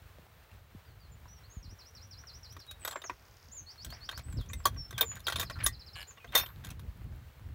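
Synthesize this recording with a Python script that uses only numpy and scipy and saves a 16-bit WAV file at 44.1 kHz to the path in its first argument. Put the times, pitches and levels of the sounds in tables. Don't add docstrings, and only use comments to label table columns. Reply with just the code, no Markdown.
import sys
import numpy as np
from scipy import signal
from scipy.fft import rfft, irfft
from scipy.io import wavfile
from scipy.ndimage import uniform_filter1d

SR = 44100
rng = np.random.default_rng(int(sys.argv[2]) if len(sys.argv) > 2 else 0)


def attenuation_scalar(level_db):
    decades = np.asarray(level_db, float) / 20
    return 10 ** decades


def waveform_to_disk(signal):
    frames = np.transpose(np.atleast_2d(signal))
    scaled = np.clip(frames, -1, 1) * 32767
    samples = np.round(scaled).astype(np.int16)
    wavfile.write(sys.argv[1], SR, samples)


N = 332778


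def rms_one(x):
    return x / np.sqrt(np.mean(x ** 2) + 1e-20)


def drift(rate):
    r = np.exp(-80 * np.pi * rate / SR)
    slow = signal.lfilter([1], [1, -2 * r, r * r], rng.standard_normal(N // 40 + 2002))[2000:]
    return np.interp(np.arange(N) / 40, np.arange(len(slow)), rms_one(slow))


def ring(force, hz, t60):
    r, w = attenuation_scalar(-60 / (t60 * SR)), 2 * np.pi * hz / SR
    gain = np.sin(w) * np.sqrt(2 - 2 * r * r)
    return signal.lfilter([0, gain], [1, -2 * r * np.cos(w), r * r], force + 1e-18)


def band(x, low_hz, high_hz, order=2):
    return signal.sosfilt(signal.butter(order, [low_hz, high_hz], "band", fs=SR, output="sos"), x)


def colour(x, spectrum):
    hz, level_db = np.transpose(spectrum)
    grid = np.linspace(1, SR / 2, 513)
    cepstrum = irfft(np.log(attenuation_scalar(np.interp(np.log(grid), np.log(hz), level_db))))
    cepstrum[1:512] *= 2
    cepstrum[513:] = 0
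    taps = irfft(np.exp(rfft(cepstrum)))
    return signal.oaconvolve(x, taps / np.sqrt(np.sum(taps ** 2)))[:N]


def tone(rows, start=0, gain_db=0, octave_db=-30, rough=0.):
    s, hz, level_db = np.transpose(rows)
    t = np.arange(s[0], s[-1], 1 / SR)
    phase = 2 * np.pi * np.cumsum(np.interp(t, s, hz)) / SR
    ends = np.clip(np.minimum(t - s[0], s[-1] - t) / .002, 0, 1)
    flutter = 1 + rough * np.sqrt(40) * uniform_filter1d(rng.standard_normal(len(t)), size=40)
    wave = np.sqrt(2) * (np.sin(phase) + attenuation_scalar(octave_db) * np.sin(2 * phase))
    out, first = np.zeros(N), round((start + s[0]) * SR)
    out[first:first + len(t)] = wave * ends * flutter * attenuation_scalar(np.interp(t, s, level_db) + gain_db)
    return out


def note(start, length, first_hz, last_hz, level_db, early, rise_db, fall_db):
    crest = start + 0.28 * length
    crest_hz = first_hz + early * (last_hz - first_hz)
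    return [(start, first_hz, level_db - rise_db),
            (crest, crest_hz, level_db),
            (start + length, last_hz, level_db - fall_db)]


def field():
    # frequency in Hz, density in dB per Hz.
    hiss_shape = [(150, -26), (434, -8.5), (1500, -10), (4250, -18.5), (5000, -22.5), (10500, -28),
                  (15300, -20), (16500, -12)]
    hiss = colour(rng.standard_normal(N) * attenuation_scalar(1.0 * drift(6.0)), hiss_shape)
    ticks = (rng.random(N) < 14 / SR) * attenuation_scalar(6.4 * np.minimum(rng.exponential(1, N), 2))
    ticks = signal.lfilter([1], [1, -.985], ticks) * rng.standard_normal(N)
    return attenuation_scalar(-60) * (hiss + attenuation_scalar(-9.0) * band(ticks, 8000, 16000))


def wind():
    # time in seconds, rumble in dB.
    gusts = [(0.0, -57), (1.39, -54), (1.89, -59), (2.04, -54.5), (3.76, -60), (3.91, -45.5), (4.05, -54.5),
             (4.35, -36), (4.45, -44.5), (4.77, -42), (5.2, -48), (5.74, -40.5), (5.86, -55.5), (6.2, -60),
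             (6.51, -45.5), (7.17, -41), (7.34, -54.5), (7.52, -43.5)]
    # start in seconds, peak in dB, pitch in Hz.
    eddies = [
        (0.018, -46, 70),
        (0.192, -44, 110),
        (0.747, -39.5, 172),
        (1.229, -42.5, 64),
        (1.567, -31, 76),
        (1.675, -35.5, 69.7),
        (4.339, -28.5, 96.5),
    ]
    t = np.arange(N) / SR
    rumble_db = np.interp(t, *np.transpose(gusts))
    lumps = drift(13.6)
    rumble = rms_one(band(rng.standard_normal(N) * attenuation_scalar(3.8 * lumps), 46.0, 107.0))
    upper = rms_one(band(rng.standard_normal(N) * attenuation_scalar(11.7 * lumps), 176, 327))
    upper_db = -19 + 0.045 * (rumble_db + 6.0)
    out = attenuation_scalar(rumble_db) * (rumble + attenuation_scalar(upper_db) * upper)
    for start, peak_db, hz in eddies:
        age = np.clip(t - start, 0, None)
        sweep = 2 * np.pi * hz * (0.563 * age + 0.0099 * (1 - np.exp(-age / 0.0049)))
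        onset = np.sin(np.pi / 2 * np.clip(age / 0.0055, 0, 1)) ** 2
        out += attenuation_scalar(peak_db) * np.sin(sweep) * np.exp(-age / 0.017) * onset
    return signal.sosfilt(signal.butter(2, 32.0, "high", fs=SR, output="sos"), out)


def outdoors(x, echo_db, scatter_db, t60):
    # delay in seconds, level in dB.
    echoes = [
        (.011, -11),
        (0.021, -14.5),
        (.034, -35),
    ]
    age = np.arange(SR // 2) / SR
    response = rng.standard_normal(len(age)) * attenuation_scalar(-60 * age / t60) * np.clip(age / 0.0068, 0, 1)
    response = attenuation_scalar(scatter_db) * response / np.sqrt(np.sum(response ** 2))
    for delay, level_db in echoes:
        first = round(delay * SR)
        response[first:first + 160] += attenuation_scalar(level_db + echo_db) * rng.standard_normal(160) / np.sqrt(160)
    response[0] = 1
    return signal.oaconvolve(x, response)[:N]


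def bird_whistles():
    # start in seconds, length in seconds, first Hz, last Hz, level in dB rms.
    slides = [
        (0.853, .075, 4950, 4100, -71),
        (0.997, 0.079, 4880, 3920, -66.5),
        (1.117, 0.024, 7300, 6800, -64),
        (1.433, .035, 3900, 4770, -61.5),
        (2.794, .014, 8750, 8150, -62),
        (2.807, 0.185, 8100, 7280, -52),
        (4.639, 0.017, 5350, 4940, -54),
        (4.936, 0.035, 3610, 3100, -52.5),
    ]
    # start in seconds, length in seconds, first Hz, last Hz, dB rms.
    settled = [
        (2.672, 0.069, 3880, 3790, -50.5),
    ]
    # time in seconds, frequency in Hz, level in dB rms.
    glides = [
        [(1.498, 6440, -66), (1.515, 6440, -58.5), (1.535, 7100, -65), (1.558, 6880, -66), (1.582, 6420, -65),
         (1.6, 6400, -83)],
        [(3.034, 6130, -66), (3.042, 6850, -50), (3.052, 6530, -48), (3.078, 5330, -49.5), (3.085, 5300, -72)],
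        [(3.514, 6200, -58), (3.527, 7120, -50.5), (3.557, 7180, -53), (3.585, 6500, -45.5), (3.607, 6160, -53),
         (3.612, 5800, -71)],
        [(4.234, 8050, -70), (4.24, 7830, -60), (4.25, 8030, -60), (4.275, 8240, -66), (4.304, 8130, -63),
         (4.332, 7620, -58), (4.345, 7300, -66)],
        [(1.279, 5300, -66), (1.29, 5800, -61), (1.34, 5950, -60), (1.355, 5750, -70), (1.375, 5580, -65),
         (1.392, 5520, -68)],
        [(4.37, 5600, -52.5), (4.39, 4200, -55), (4.405, 3600, -57), (4.435, 3140, -60)],
        [(4.487, 5560, -56), (4.495, 6860, -50.5), (4.509, 7650, -64), (4.537, 8430, -66), (4.6, 7570, -61),
         (4.612, 7350, -70)],
        [(6.07, 6340, -66), (6.08, 7100, -55), (6.093, 7100, -55), (6.116, 6230, -57.5)],
    ]
    # time in seconds, frequency in Hz, level in dB rms.
    arches = [
        [(5.035, 7550, -67), (5.061, 7142, -47), (5.081, 6963, -47), (5.141, 6900, -48), (5.155, 6886, -59),
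         (5.16, 7044, -80)],
        [(4.764, 5773, -69), (4.774, 5678, -54), (4.784, 5488, -46), (4.81, 5427, -45), (4.854, 5336, -54),
         (4.865, 5393, -65)],
    ]
    notes = [note(*row, early=0.28, rise_db=7, fall_db=7.5) for row in slides]
    notes += [note(*row, early=0.64, rise_db=13, fall_db=7.5) for row in settled]
    out = sum(tone(rows, octave_db=-34, rough=0.038) for rows in notes + glides)
    for rows, octave_db in zip(arches, [-25.0, -35.0]):
        out += tone(rows, octave_db=octave_db, rough=.03)
    return out


def bird_trills():
    # seconds after its start, frequency in Hz, level in dB rms.
    down = [(.007, 5850, -49.5), (.025, 4870, -52), (.042, 4050, -50.5), (.047, 4166, -53)]
    up = [(.005, 4530, -66), (.012, 4900, -52.5), (.028, 5680, -49), (.045, 5900, -56), (.056, 6070, -60)]
    rise = [(.005, 4330, -79), (.009, 4250, -55), (.03, 4400, -48), (.043, 4600, -47), (.055, 5200, -47),
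            (.066, 5900, -51), (.069, 5820, -75)]
    fall = [(.004, 5160, -75), (.008, 5390, -55.5), (.02, 4840, -54.5), (.034, 4050, -53),
            (.039, 4120, -50)]
    buzz = [(.0045, 7200, -74), (.006, 6880, -60), (.009, 5060, -54), (.0105, 4250, -63), (.011, 4220, -98),
            (.017, 5900, -72), (.021, 5400, -68), (.026, 4700, -70), (.029, 4400, -69)]
    down_at = [(1.6207 + .1605 * k, -2 - 1.45 * abs(k - 4.0)) for k in range(7)]
    up_at = [(s + 0.063, db - 2.0) for s, db in down_at[:6]]
    rise_at = [(3.6552 + .1147 * k, -4) for k in range(5)]
    fall_at = [(5.2355 + .069 * k, -6 * (k == 5)) for k in range(12)]
    buzz_at = [(3.1015 + .029 * k, -11 + .75 * k - 2.5 * (k % 2 == 0)) for k in range(14)]
    out = np.zeros(N)
    for shape, starts in [(down, down_at), (up, up_at), (rise, rise_at), (fall, fall_at), (buzz, buzz_at)]:
        for s, gain_db in starts:
            out += tone(shape, s, gain_db, octave_db=-33, rough=0.19)
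    return out


def pings():
    # start in seconds, peak in dB, pitch in Hz.
    clicks = [(.1855, -41, 600), (.2665, -48, 800), (.5155, -44, 2700), (1.2558, -46, 1600),
              (6.561, -42, 3800), (6.6065, -52, 2500), (6.6615, -38, 7000), (6.816, -50, 4000),
              (6.835, -54, 2700), (7.018, -48, 2500), (7.396, -47, 1800), (7.489, -46, 1900),
              (7.125, -46, 1700), (4.927, -40, 400), (4.893, -46, 6000)]
    # first slip in seconds, period in seconds, slips, peak in dB, pitch in Hz.
    judders = [
        (2.8183, .0105, 3, -42, 2700),
        (3.955, .0128, 8, -53, 1800),
    ]
    out, age = np.zeros(N), np.arange(800) / SR
    slips = []
    for s, period, count, peak_db, hz in judders:
        for k in range(count):
            slips.append((s + k * period * rng.uniform(.95, 1.05), peak_db, hz * rng.uniform(.88, 1.12)))
    for start, peak_db, hz in clicks + slips:
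        cycles = attenuation_scalar(-60 * age * hz / 9.9) * np.sin(2 * np.pi * hz * age)
        edge = attenuation_scalar(-60 * age / .001)
        out[round(start * SR):][:800] += attenuation_scalar(peak_db) * (.6 * cycles + .8 * edge)
    return out


def creak():
    slip_s = [5.9568, 5.9622, 5.9682, 5.9742, 5.98, 5.9872, 5.996, 6.007, 6.016, 6.029]
    # frequency in Hz, level in dB, t60 in seconds.
    modes = [(1706, -6, 0.054), (2400, -9.5, .008), (2910, -2, 0.01), (7200, -15.5, 0.011),
             (8600, -14.5, 0.0028), (11400, -29, .004)]
    s, k = np.array(slip_s), np.arange(len(slip_s))
    ticks, clicks = np.zeros((2, N))
    ticks[np.round((s - .002) * SR).astype(int)] = attenuation_scalar(-52 + 2.1 * k)
    clicks[np.round(s * SR).astype(int)] = attenuation_scalar(-25.5 + 0.34 * k)
    body = sum(attenuation_scalar(mode_db) * ring(clicks, hz, t60) for hz, mode_db, t60 in modes)
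    high = ring(ticks, 11500, 0.003) + ring(np.roll(ticks, shift=40), 12600, .005)
    return band(body + high, 1200, 12000)


def squeals():
    # start in seconds, length in seconds, first Hz,
    # last Hz, level in dB rms.
    rubbing = [(4.117, 0.017, 3700, 3750, -53), (4.985, 0.021, 1620, 1543, -40.5),
               (5.011, 0.043, 454, 454, -44.5), (5.557, 0.024, 1445, 1370, -50),
               (5.609, 0.028, 1400, 1810, -50), (5.646, 0.02, 1600, 1640, -46),
               (5.656, 0.013, 10500, 10260, -32), (6.168, .022, 3600, 3560, -66),
               (6.177, .016, 3080, 2750, -60), (6.2, .062, 2620, 2440, -63), (6.274, .017, 2800, 3580, -62),
               (6.288, .035, 3620, 3600, -62)]
    # start in seconds, length in seconds, first Hz, last Hz, level in dB rms.
    whines = [
        (5.638, 0.019, 10500, 10400, -25),
        (6.404, 0.035, 5430, 5490, -45.5),
    ]
    out = np.zeros(N)
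    for row in rubbing:
        out += tone(note(*row, early=.78, rise_db=-3.5, fall_db=5), octave_db=-38.0, rough=0.49)
    for row in whines:
        out += tone(note(*row, early=.5, rise_db=16, fall_db=13), octave_db=-38, rough=0.45)
    return out


def scrape(grains_per_s=2700.0, size_db=8.0):
    # start in seconds, end in seconds, level in dB rms.
    drags = [(2.835, 2.9, -50.5), (2.908, 2.935, -45.5), (3.87, 4.053, -72), (5.099, 5.173, -58),
             (5.259, 5.447, -54.5), (5.587, 5.672, -49.5), (5.948, 6.046, -52), (4.974, 5.006, -50),
             (4.998, 5.047, -44), (6.331, 6.446, -39.5), (6.63, 6.742, -57)]
    # start in seconds, end in seconds, dB rms, centre in Hz.
    rubs = [(3.92, 3.965, -58, 700), (3.9, 4.055, -62, 1800), (4.12, 4.155, -52, 1300),
            (4.18, 4.215, -54, 1800), (5.105, 5.14, -60, 1300), (5.16, 5.19, -54, 1500),
            (5.585, 5.66, -57, 1600), (6.32, 6.35, -52, 1400), (6.42, 6.53, -58, 1200),
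            (2.915, 2.95, -50, 900), (2.965, 3.0, -56, 1500), (3.1, 3.14, -56, 1200),
            (2.955, 2.985, -55, 400), (3.094, 3.125, -55, 400), (2.562, 2.59, -60, 300),
            (3.036, 3.065, -57, 500), (6.351, 6.368, -38, 650)]
    width = 1.35
    t = np.arange(N) / SR
    slips = rng.random(N) < grains_per_s * attenuation_scalar(4.0 * drift(40)) / SR
    slips = slips * attenuation_scalar(size_db * np.minimum(rng.exponential(1, N), 2))
    grain = signal.lfilter([1], [1, -.97], slips) * rng.standard_normal(N)
    drag = np.zeros(N)
    for start, end, level_db in drags:
        swell = np.sin(np.pi * np.clip((t - start) / (end - start), 0, 1))
        drag += attenuation_scalar(level_db) * np.sqrt(swell + 1e-9)
    out = drag * rms_one(band(grain, 510, 2900, order=3))
    for start, end, level_db, hz in rubs:
        span = slice(round(start * SR), round(end * SR))
        rub = rms_one(band(grain[span], hz / width, hz * width))
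        out[span] += attenuation_scalar(level_db) * np.sin(np.linspace(0, np.pi, len(rub))) ** .7 * rub
    return out


def bursts(s, length, grit_db, chatter_db=3.0):
    age = np.arange(4000) / SR
    grit = rng.standard_normal((len(s), 4000)) * attenuation_scalar(grit_db * rng.exponential(1, (len(s), 4000)))
    bounce = rms_one(uniform_filter1d(rng.standard_normal((len(s), 4000)), size=70, axis=1))
    grit = rms_one(grit) * attenuation_scalar(chatter_db * bounce * np.clip(age / 0.0082, 0, 1))
    bite = np.clip(age / np.minimum(.3 * length[:, None], .0015), 0, 1)
    decay = np.exp(-(age / np.clip(length, .001, .04)[:, None]) ** 1.23)
    shapes = grit * decay * bite
    where = (np.round(s * SR).astype(int)[:, None] + np.arange(4000)).ravel()
    return lambda level_db: np.bincount(where, (shapes * attenuation_scalar(level_db)[:, None]).ravel(), N)[:N]


def spring():
    # frequency in Hz, level in dB, t60 in seconds.
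    steel = [(6085, -17, .06), (6584, -17, .05), (8420, -17, .07), (9082, -19, .07), (10280, -16, .05),
             (10970, -19, .25), (11460, -21, .06), (12210, -22, .1), (13120, -14, .05), (14570, -13, .07),
             (14790, -18, .08), (15080, -14, .17), (15450, -15, .08), (15710, -19, .06)]
    # time in seconds, level in dB.
    snaps = [
        (6.3502, -26),
        (6.375, -28.5),
        (6.394, -41),
    ]
    # start in seconds, level in dB, t60 in seconds.
    rings = [(2.849, -29, 0.028), (2.9568, -30, 0.03), (2.9575, -38, 0.03), (3.0965, -29.5, 0.035),
             (3.096, -36, 0.03), (4.533, -41.5, 0.085), (4.533, -36.5, 0.042), (4.656, -38, 0.11),
             (4.654, -26, 0.05), (4.655, -32, 0.042), (5.009, -13.5, 0.026), (5.01, -17, 0.045),
             (5.282, -23, 0.037), (5.3, -49, 0.18), (5.3, -54, .15), (5.323, -29, 0.026),
             (5.358, -44, 0.13), (5.358, -52, .1), (5.358, -29, .03), (5.385, -34, .05),
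             (5.411, -31, 0.045), (5.664, -33.5, 0.089), (5.662, -44, 0.1), (5.662, -31, 0.074),
             (5.663, -23.5, 0.054), (5.666, -28.5, .04), (5.666, -33.5, 0.11), (5.664, -36, 0.12),
             (6.356, -21.5, 0.17), (6.352, -39, 0.3), (6.352, -38, 0.27), (6.352, -31, 0.28),
             (6.36, -34, .15), (6.461, -35.5, .025), (3.04, -55, .03), (2.237, -46.5, .04),
             (1.256, -49, 0.056), (6.244, -63, .2), (2.912, -42, .04), (.517, -56, .03)]
    ring_hz = [13030, 985, 1453, 985, 1389, 2080, 3700, 3273, 4484, 6982, 14800, 3630, 1400, 10960, 12650,
               3500, 10990, 15080, 3553, 3750, 3650, 8559, 7908, 6132, 3591, 1174, 1868, 2003, 3621, 12450,
               12625, 14152, 4300, 3100, 1800, 1440, 990, 6370, 4200, 2750]
    s, snap_db = np.transpose(snaps)
    force = bursts(s, np.full(len(s), .008), grit_db=1.5)(snap_db + 9.5)
    out = sum(attenuation_scalar(mode_db) * ring(force, hz, t60) for hz, mode_db, t60 in steel)
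    age = np.arange(SR // 2) / SR
    for hz, (start, level_db, t60) in zip(ring_hz, rings):
        decay = attenuation_scalar(-60 * age / t60)
        twin_hz = hz - rng.uniform(50, 220)
        pair = np.sin(2 * np.pi * hz * age) + .4 * decay * np.sin(2 * np.pi * twin_hz * age)
        out[round(start * SR):][:SR // 2] += attenuation_scalar(level_db) * decay * np.clip(age / .001, 0, 1) * pair
    return out


def latch(spread_db=5.0, favour_db=9.0):
    # frequency in Hz, level in dB, t60 in seconds.
    timber = [(433, -32, 0.12), (683, 4, 0.048), (974, -17, 0.041), (1149, 5, 0.038), (1285, 3, 0.037),
              (1460, 4, 0.031), (1633, 9, 0.014), (1893, 5, 0.021), (2000, 3, 0.018), (2390, 2.5, 0.024)]
    # frequency in Hz, level in dB, t60 in seconds.
    bar = [(2600, -6, 0.011), (3280, -8, 0.034), (3630, -3.5, 0.0074), (4080, -15.5, 0.02)]
    # frequency in Hz, density in dB per Hz.
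    crack_shape = [(2650, -57), (4500, -49), (5020, 5), (6200, 9.5), (7750, 6), (14600, 7), (15800, 3),
                   (16500, -9.5)]
    # time in seconds, steel crack peak in dB,
    # wood knock in dB re crack, latch bar in dB re crack, wood pitch in Hz.
    strikes = [(2.5654, -42, 0.5, 6, 1530), (2.8491, -27, -2.5, 1, 1460), (2.875, -23.5, -5, -4, 1300),
               (2.909, -30, -11, -3, 1390), (3.017, -39.5, -3, 9.5, 1260), (4.089, -37.5, 6, 18, 1566),
               (4.5315, -27, -16.5, -3.5, 2000), (4.6537, -13, -9, 0, 1149),
               (4.9786, -23, -13.5, 4.5, 1676), (5.0085, -16, -15, -1, 1460),
               (5.2668, -24.5, -7.5, 7, 1460), (5.281, -24.5, -3.5, 3, 1480), (5.298, -25.5, -4.5, -1, 544),
               (5.322, -28, -3.5, 10, 1700), (5.3574, -24.5, -10.5, 7, 1540), (5.385, -35, 0, 8, 690),
               (5.3955, -18, -12, -1, 1665), (5.4105, -23.5, -7, 1, 1130), (5.4263, -23.5, -6.5, -8, 1713),
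               (5.4979, -34, 2, 11.5, 1460), (5.6609, -14, -21, -8.5, 1149), (6.3501, -13, -9, -5, 1960),
               (6.3753, -16.5, -16.5, 2, 1640), (6.461, -36.5, -3.5, 8.5, 1460)]
    # time in seconds, knock peak in dB, pitch in Hz.
    wood_knocks = [(2.2367, -46, 1460), (2.958, -29, 974), (3.0389, -35, 1460), (3.096, -29.5, 980),
                   (3.923, -41, 686), (4.1245, -36.5, 1280), (4.4978, -42, 1030), (4.601, -47, 1700),
                   (4.651, -47, 1920), (4.7619, -44.5, 1100), (4.925, -42, 456), (5.506, -32, 1090),
                   (5.587, -47, 1300), (5.028, -33, 1149), (4.283, -50.5, 1460), (6.108, -49, 1110),
                   (6.1728, -45.5, 1120), (6.2433, -38.5, 686)]
    # time in seconds, crack peak in dB, wood knock in dB re crack.
    light = [(2.523, -39, -26), (2.599, -44, -11), (2.6643, -46, -15), (2.71, -28.5, -18),
             (2.926, -37.5, -5), (3.8461, -24.5, -22), (3.8637, -41.5, -8), (3.9016, -34, -21),
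             (4.112, -34, -10.5), (4.1751, -30, -12), (4.19, -38.5, -2.5), (4.3246, -40, -11.5),
             (4.4104, -40, -12), (4.907, -30, -18), (5.1673, -40, -3), (5.633, -29, -18),
             (6.3213, -40.5, -5), (6.3958, -21.5, -10.5), (6.6385, -47.5, 1.5), (6.6454, -29, -16),
             (6.7022, -31.5, -18.5), (6.7932, -40.5, -11.5), (4.459, -46.5, -15), (4.592, -48, -20),
             (4.744, -49.5, -11), (6.341, -36, -6)]
    # time in seconds, crack peak in dB, wood knock in dB re crack.
    flicks = [(2.860, -38, -14), (2.8845, -34, -16), (2.931, -38, -12), (3.444, -50, -22),
              (3.731, -50, -20), (3.757, -46, -8), (3.765, -50, -20), (3.925, -42, -14), (4.096, -36, -4),
              (4.928, -36, -14), (5.1543, -32, -20), (5.194, -42, -8), (5.2025, -34, -21),
              (5.587, -49, -12), (6.656, -36, -17), (6.6685, -34, -17), (6.6882, -35, -19),
              (6.7122, -36, -15), (6.488, -48, -4)]
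    # time in seconds, peak in dB.
    hard_starts = [(2.877, -26), (4.6542, -13), (5.010, -11), (5.284, -24), (5.6625, -5), (6.3525, -7),
                   (5.42, -30), (5.435, -30), (5.51, -36), (2.919, -36)]
    tick_wood_hz = 1604
    stir_db = -45
    # (s, crack dB, wood re crack, bar re crack, wood Hz, rub length s); harder blows rub longer.
    blows = [(*row, 0.0075 * attenuation_scalar(0.27 * (row[1] + 29))) for row in strikes]
    knocks = [(s, knock_db + stir_db, -stir_db, 6, hz, 0.0073) for s, knock_db, hz in wood_knocks]
    touches = []
    for rows, rub_s in [(light, 0.006), (flicks, .003)]:
        for s, crack_db, wood_db in rows:
            touches.append((s, crack_db, wood_db, wood_db / 2 + 7.0, tick_wood_hz, rub_s))
    spikes = [(s, crack_db, -20.0, -8.0, tick_wood_hz, 0.0037) for s, crack_db in hard_starts]
    s, crack_db, wood_db, bar_db, wood_hz, length = np.transpose(blows + knocks + touches + spikes)
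    force = bursts(s, length, grit_db=1.37)
    chance = spread_db * rng.normal(0, 1, (len(s), 40)).T
    edges = np.geomspace(4000, 19000, 11)
    crack = np.zeros(N)
    for low_hz, high_hz, luck_db in zip(edges, edges[1:], .35 * chance[20:]):
        crack += band(force(crack_db - 8 + luck_db), low_hz, high_hz)
    out = colour(crack, crack_shape)
    out += band(force(crack_db + wood_db - 7.0), 500, 2800)
    out += band(force(crack_db + bar_db - 7.5), 2140, 3930)
    for (hz, mode_db, t60), luck_db in zip(timber, chance):
        near_db = favour_db * np.exp(-(np.log(hz / wood_hz) / 0.066) ** 2)
        out += ring(force(crack_db + wood_db + mode_db + near_db + 0.46 * luck_db - 21.0), hz, t60)
    for (hz, mode_db, t60), luck_db in zip(bar, chance[10:]):
        out += ring(force(crack_db + bar_db + mode_db + 0.91 * luck_db - 19.0), hz, t60)
    return band(out, 340, 19500, order=3)


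def scene():
    air = wind() + field()
    bird = bird_whistles() + bird_trills()
    gate = latch() + spring() + scrape() + creak() + pings() + squeals()
    near = outdoors(gate, echo_db=-20.0, scatter_db=-10.5, t60=0.068)
    far = outdoors(bird, echo_db=1, scatter_db=-8, t60=0.21)
    return (near + far + air)[None]


def roll_off(x):
    return signal.sosfilt(signal.butter(12, 17200, fs=SR, output="sos"), x)


def record(dry):
    cut = signal.sosfilt(signal.cheby2(12, 32, 16100, fs=SR, output="sos"), dry)
    return roll_off(cut)


dry = scene()
out = record(dry)
waveform_to_disk(out)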